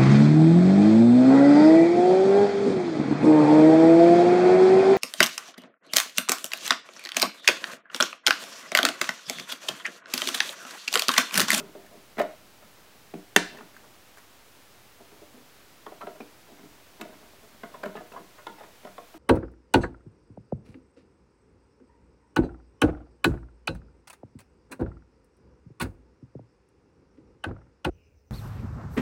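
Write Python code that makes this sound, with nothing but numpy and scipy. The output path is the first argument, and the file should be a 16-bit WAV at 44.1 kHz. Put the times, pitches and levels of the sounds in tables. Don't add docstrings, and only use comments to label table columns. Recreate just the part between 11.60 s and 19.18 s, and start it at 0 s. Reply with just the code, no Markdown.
import sys
import numpy as np
from scipy import signal
from scipy.fft import rfft, irfft
from scipy.io import wavfile

SR = 44100
rng = np.random.default_rng(int(sys.argv[2]) if len(sys.argv) > 2 else 0)


def convert_level_to_amplitude(level_db):
    exponent = np.asarray(level_db, float) / 20
    return 10 ** exponent


def unload_audio(sound):
    columns = np.transpose(np.atleast_2d(sound))
    steps = np.round(np.clip(columns, -1, 1) * 32767)
    wavfile.write(sys.argv[1], SR, steps.astype(np.int16))


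N = 334278

# (time [s], level [dB], rattle time [s])
LATCH_BLOWS = [
    (1.7601, -44, 0.00098),
    (1.762, 1.5, 0.00072),
    (1.7657, -19.5, 0.00074),
]
SNAP_S = LATCH_BLOWS[1][0]


def rms_one(x):
    return x / np.sqrt(np.mean(x ** 2) + 1e-20)


def level_curve(rows):
    return convert_level_to_amplitude(np.interp(np.arange(N) / SR, *np.transpose(rows)))


def bandpass(order, low_hz, high_hz, x):
    return signal.sosfilt(signal.butter(order, [low_hz, high_hz], "band", fs=SR, output="sos"), x)


def ring(force, hz, t60):
    decay = convert_level_to_amplitude(-60 / (t60 * SR))
    turn = 2 * np.pi * hz / SR
    return signal.lfilter([0, np.sin(turn)], [1, -2 * decay * np.cos(turn), decay ** 2], force + 1e-18)


def ring_modes(forces, hz, mode_db, t60):
    return sum(convert_level_to_amplitude(mode_db[k]) * ring(forces[k], hz[k], t60[k]) for k in range(len(hz)))


def chatter(seconds, noise):
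    age = np.arange(len(noise)) / SR / seconds
    force = noise * age * np.exp(-age)
    return force / np.sqrt(np.sum(force ** 2))


def evened(force, hz):
    turns = np.exp(-2j * np.pi * np.outer(hz, np.arange(len(force))) / SR)
    return 1 / np.maximum(np.abs(turns @ force), 0.5)


def add(track, s, piece):
    i = max(round(s * SR), 0)
    track[..., i:i + piece.shape[-1]] += piece[..., :N - i]


def click(s, db):
    out = np.zeros(N)
    add(out, s, np.array([convert_level_to_amplitude(db)]))
    return out


def hiss():
    # (frequency [Hz], density [dB per Hz])
    colour = [(20, -31), (35, -7), (60, -8), (110, -3), (160, -8.5), (300, -5.5), (600, -7.5), (1200, -9.5),
              (2500, -12), (5000, -15.5), (9000, -20), (13000, -20.5), (15800, -19)]
    white = rfft(rng.standard_normal(N))
    hz = np.maximum(np.arange(len(white)) * SR / N, 1)
    colour_hz, colour_db = np.transpose(colour)
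    gain = convert_level_to_amplitude(np.interp(np.log(hz), np.log(colour_hz), colour_db))
    gain = gain * (hz > 12) * (hz < 15830)
    return convert_level_to_amplitude(-55.5) * rms_one(irfft(white * gain, N))


def desk_rumble():
    # (time [s], level [dB])
    leaning = [
        (0.0, -73),
        (1.54, -87),
        (1.79, -73),
        (4.85, -92),
        (5.15, -69),
        (7.01, -77),
        (7.58, -69),
    ]
    deep = bandpass(2, 18, 45, rng.standard_normal(N + SR))[SR:]
    return level_curve(leaning) * rms_one(deep)


def room_tail(x):
    # (centre [Hz], level [dB], t60 [s])
    bands = [(172, -5.5, 0.2), (433, -11.5, 0.31), (1160, -11.5, 0.29), (2520, -15.5, 0.49),
             (5100, -18, 0.3), (11900, -17, .12)]
    t = np.arange(SR // 2) / SR
    build_up = 1 - np.exp(-(t / 0.0032) ** 2)
    tail = np.zeros(len(t))
    for hz, db, t60 in bands:
        white = rng.standard_normal(len(t))
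        band = bandpass(2, hz / 1.43, min(hz * 1.9, 0.45 * SR), white)
        dying = band * convert_level_to_amplitude(-60 * t / t60) * build_up
        tail += convert_level_to_amplitude(db) * dying / np.sqrt(SR * t60 / 14)
    return signal.fftconvolve(x, tail)[:N]


def notes():
    # (time [s], peak [dB], pitch [Hz], t60 [s])
    touches = [(0.005, -30, 390, 0.083), (0.15, -30, 390, 0.2), (1.536, -33, 352, 0.05),
               (1.549, -22, 191, 0.081), (3.404, -40, 300, 0.07), (3.617, -36, 590, 0.12),
               (3.73, -36, 250, 0.47), (3.769, -41.5, 470, 0.14), (4.262, -27, 1100, 0.09),
               (4.413, -18.5, 1340, 0.071), (4.468, -22.5, 390, 0.074), (4.549, -33.5, 630, 0.11),
               (4.604, -28, 675, 0.067), (4.918, -30.5, 308, 0.08), (5.411, -27, 318, 0.11),
               (6.032, -23.5, 390, 0.081), (6.139, -27, 1056, 0.076), (6.236, -16, 617, 0.13),
               (6.555, -24, 990, 0.036), (6.784, -37, 1060, 0.074), (6.867, -29, 919, 0.21),
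               (0.598, -5, 621, 0.071), (6.981, -35, 890, 0.12), (7.248, -30, 649, 0.11),
               (7.379, -27, 1073, 0.073), (7.544, -30.5, 310, 0.15)]
    # (time [s], peak [dB])
    thuds = [(0.176, -44), (0.602, -32), (0.836, -46), (1.042, -43), (2.029, -42), (4.433, -38),
             (4.603, -50), (5.425, -36), (6.248, -29.5), (6.358, -45), (6.599, -37), (6.877, -40),
             (7.037, -34.5), (7.259, -36)]
    out = np.zeros(N)
    thud_hz, thud_t60_s = 193.5, 0.27
    for s, db, hz, t60 in touches + [(s, db, thud_hz, thud_t60_s) for s, db in thuds]:
        touch = chatter(0.0025, rng.standard_normal(8192))
        add(out, s, convert_level_to_amplitude(db - 11.5) * ring(touch * evened(touch, [hz]), hz, t60))
    return out


def ticks():
    # (time [s], peak [dB], pitch [Hz], grit [dB])
    contacts = [(0.263, -41.5, 1740, -15), (0.5803, -32, 1600, -16), (0.5908, -25, 1970, -16),
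                (0.5974, -24, 1500, -21), (0.6024, -32, 2920, -16), (0.6154, -29, 1730, -14),
                (1.9714, -33, 1740, -22), (1.9847, -35, 2680, -24), (2.1424, -42, 1670, -19),
                (2.165, -32, 1550, -23), (2.5714, -41.5, 1500, -12), (2.5814, -44, 1780, -10),
                (4.2627, -44, 3300, -24), (4.4695, -37, 2700, -24), (4.6057, -31, 2390, -29),
                (5.4108, -33.5, 3640, -7.5), (5.4137, -29, 2620, -30), (5.4515, -39, 2060, -21),
                (6.0332, -34.5, 2100, -30), (6.2357, -22.5, 1670, -30), (6.2564, -35, 2570, -15),
                (6.8683, -32, 3455, -34), (7.3791, -43.5, 3600, -20.5), (1.539, -38.5, 2500, -22),
                (4.413, -43, 2900, -25), (4.553, -45, 2600, -25), (6.362, -41.5, 3700, -13.5),
                (6.522, -39, 2570, -18), (6.996, -43, 3650, -25), (0.002, -32, 2560, -14.5)]
    out = np.zeros(N)
    for s, db, hz, grit_db in contacts:
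        touch, grit, air = rng.standard_normal((3, 2048))
        contact = chatter(0.0011, touch)
        tone = convert_level_to_amplitude(-1) * ring(contact * evened(contact, [hz]), hz, 0.011)
        spray = convert_level_to_amplitude(grit_db + 26.5) * bandpass(2, 3800, 8200, chatter(0.0033, grit))
        airy = convert_level_to_amplitude(1.14 * grit_db + 26.5) * bandpass(3, 10500, 15700, chatter(0.0011, air))
        add(out, s, convert_level_to_amplitude(db - 0.5) * (tone + spray + airy))
    return out


def finger_rub():
    # (time [s], level [dB])
    pressure = [(0.0, -45), (0.34, -52.5), (1.39, -59), (1.65, -62.5), (1.92, -40.5), (2.24, -57.5),
                (2.51, -68), (3.4, -71), (3.61, -64), (4.31, -56), (4.65, -62), (5.87, -51.5), (6.08, -47),
                (6.23, -42), (6.69, -67), (7.58, -59)]
    grains = (rng.random(N) < 400 / SR) * rng.standard_normal(N)
    grains = grains * convert_level_to_amplitude(4.3 * rng.exponential(1, N).clip(0, 4))
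    soft = signal.lfilter([0.08], [1, -0.92], rms_one(grains))
    return convert_level_to_amplitude(-41.5) * level_curve(pressure) * soft


def knocks():
    # (frequency [Hz], level [dB], t60 [s])
    case = [(179.7, -11, 0.11), (223, -10, 0.048), (304.8, -1.5, 0.1), (390, -4, 0.13), (472.5, 1.5, 0.069),
            (532, -15, 0.058), (626, 6, 0.082), (699, 1.2, 0.078), (783, 1, 0.054), (942, -4.5, 0.11),
            (1051, 7.5, 0.028), (1252, -3, 0.075), (1340, -6, 0.077), (1431, 0.5, 0.045), (1697, 2, 0.027),
            (1950, 5.5, 0.018), (2162, -5, 0.099), (2400, -18, 0.036), (2637, 6.5, 0.011),
            (2990, -3, 0.061), (3370, -1, 0.021), (3570, 5, 0.0072), (4090, 0, 0.013), (5040, -3, 0.0067)]
    anchor_hz = [280, 650, 1400, 3000]
    # (time [s], peak [dB], low-mode weight [dB], brightness [dB])
    hard = [(0.001, -34, 3, -6.5), (0.152, -35.5, -12, -22), (1.539, -29.5, 1.5, -23),
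            (2.01, -50.5, 9.5, 11), (3.404, -44, 6, -22), (3.618, -50, 4, -11), (4.265, -32, -9, -7),
            (4.32, -36.5, -30, -15), (4.431, -41.5, 9, -12), (4.47, -26, -20, -14),
            (4.604, -30.5, -1.5, -14), (4.918, -44, 3, -16), (5.414, -32, -5, -3), (5.452, -37, -11, -19),
            (5.492, -41, 0, -15), (6.035, -28.5, -12.5, -8), (6.234, -29.5, -2, -2), (6.259, -32.5, 3.5, 3),
            (6.354, -31, -3.5, -8), (6.519, -38.5, -19, -5), (6.869, -32.5, -5, -0.5), (6.889, -42, 4, -3),
            (7.035, -43, -1, 3), (7.084, -42, -17, -25), (7.25, -31.5, -21, -15), (7.272, -34, -17, -11),
            (7.382, -35, -3.5, -7), (7.542, -39, -3, -9), (6.284, -38, -6, -12), (7.232, -44, -5, -10)]
    # (time [s], peak [dB], low-mode weight [dB], brightness [dB])
    pop = [
        (0.571, -42, 6, -7),
        (0.585, -17.5, -4.5, -15.5),
        (0.589, -30.5, -18, 3),
        (0.598, -17.5, -23, -15.5),
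        (0.602, -23, -6, -20),
        (0.615, -33, -17, 5),
        (0.637, -33, -8, -9),
    ]
    # (time [s], peak [dB], low-mode weight [dB], brightness [dB])
    scuffs = [(0.024, -42.5, 9, -24), (0.082, -51, 9, -21), (0.174, -44, 5, -28), (0.315, -40.5, -9, -19),
              (0.343, -45, -9, -23), (1.018, -56, -4, 10.5), (1.983, -43.5, -1, -6),
              (2.239, -48.5, -17, -1), (2.573, -48, -21, -2), (3.514, -49, 5, -9), (3.732, -47.5, 1, -20),
              (4.407, -27.5, -24, -18), (4.495, -50, 4, -12), (4.554, -41.5, -20, -17),
              (4.883, -47, -9, -21), (4.984, -44.5, 4.5, -6), (5.03, -47, 3, -11), (5.396, -37, -3, -14),
              (5.525, -45.5, 0, -6), (5.625, -45, -11, -10), (6.535, -37, -7, -4.5), (5.831, -46, -2, -13),
              (6.138, -31, -18, -7.5), (6.365, -35.5, 2, -2), (6.403, -33.5, -13, -11.5),
              (6.562, -34, -10, -10), (6.589, -51, 12, -2), (6.783, -47, -20, -1.5),
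              (6.983, -44.5, -19, -2), (7.004, -40.5, -16, -3)]
    hz, mode_db, t60 = np.transpose(case)
    force = np.zeros((len(hz), N))
    # events, chatter time [s], level of the highest modes [dB]
    for events, seconds, top_db in [(hard, 0.002, -13.5), (pop, 0.0017, -7.5), (scuffs, 0.007, -15)]:
        for s, db, low, bright in events:
            high = top_db + 0.43 * bright
            tilt = np.interp(np.log(hz), np.log(anchor_hz), [low + 8, 0, bright + 6, high + 5])
            spot_db = 3.44 * rng.standard_normal(len(hz))
            noise = rng.standard_normal(2560)
            sign = np.sign(noise[-len(hz):])
            contact = chatter(seconds, noise)
            strength = convert_level_to_amplitude(db - 12.5 + tilt + spot_db) * sign
            add(force, s - 0.002, np.outer(strength * evened(contact, hz), contact))
    force += finger_rub()
    return ring_modes(force, hz, mode_db, t60)


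def crack():
    paths = [.00016, .00039, .00066, .00107]
    out = click(SNAP_S, 4)
    for lag in (np.array(paths) * SR).astype(int):
        loop = np.r_[1, np.zeros(lag - 1), -0.55]
        out = signal.lfilter(loop[::-1], loop, out + 1e-18)
    return bandpass(1, 900, 11000, out)


def latch():
    # (frequency [Hz], level [dB], t60 [s])
    lever = [(181.6, -24.5, 0.13), (305, -23, 0.12), (392, -22, 0.056), (607, -22.5, 0.067),
             (774, -11.5, 0.033), (935, -25.5, 0.076), (1535, -8.5, 0.02), (1740, -5, 0.013),
             (2060, -12, 0.013), (2720, -9, 0.022), (3130, -11.5, 0.016), (3580, -11, 0.02),
             (4000, -8, 0.009), (4700, -11, 0.0027), (6050, -13.5, 0.015), (6300, -26, 0.02),
             (7400, -18, 0.0069), (8430, -17, 0.013), (11340, -12, 0.0035), (12800, -19, 0.003)]
    # (frequency [Hz], level [dB], t60 [s])
    spring = [(1543, -38, 0.48), (1670, -31, 0.23), (1710, -46, 0.4), (1780, -45, 0.34), (1880, -39.5, .35)]
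    hz, mode_db, t60 = np.transpose(lever + spring)
    force = np.zeros((len(hz), N))
    for s, db, seconds in LATCH_BLOWS:
        for k in range(len(hz)):
            blow = chatter(seconds, rng.standard_normal(512))
            add(force[k], s, convert_level_to_amplitude(db) * blow * evened(blow, [hz[k]]))
    return ring_modes(force, hz, mode_db, t60)


def scene():
    ringing = latch()
    handling = knocks() + ticks() + notes()
    all_round = signal.sosfilt(signal.butter(2, 1900, fs=SR, output="sos"), ringing)
    spread = bandpass(2, 1300, 7800, click(SNAP_S, 22.5))
    tail = room_tail(convert_level_to_amplitude(5.5) * handling + convert_level_to_amplitude(2.5) * all_round + spread)
    contacts = bandpass(6, 155, 15900, handling + ringing + crack() + tail)
    return (contacts + hiss() + desk_rumble())[None]


def top_cut(x):
    return signal.sosfilt(signal.butter(12, 16420, fs=SR, output="sos"), x)


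def record(dry):
    mix = np.clip(dry + 0.001, -1, 1)
    return top_cut(mix)


dry = scene()
out = record(dry)
unload_audio(out)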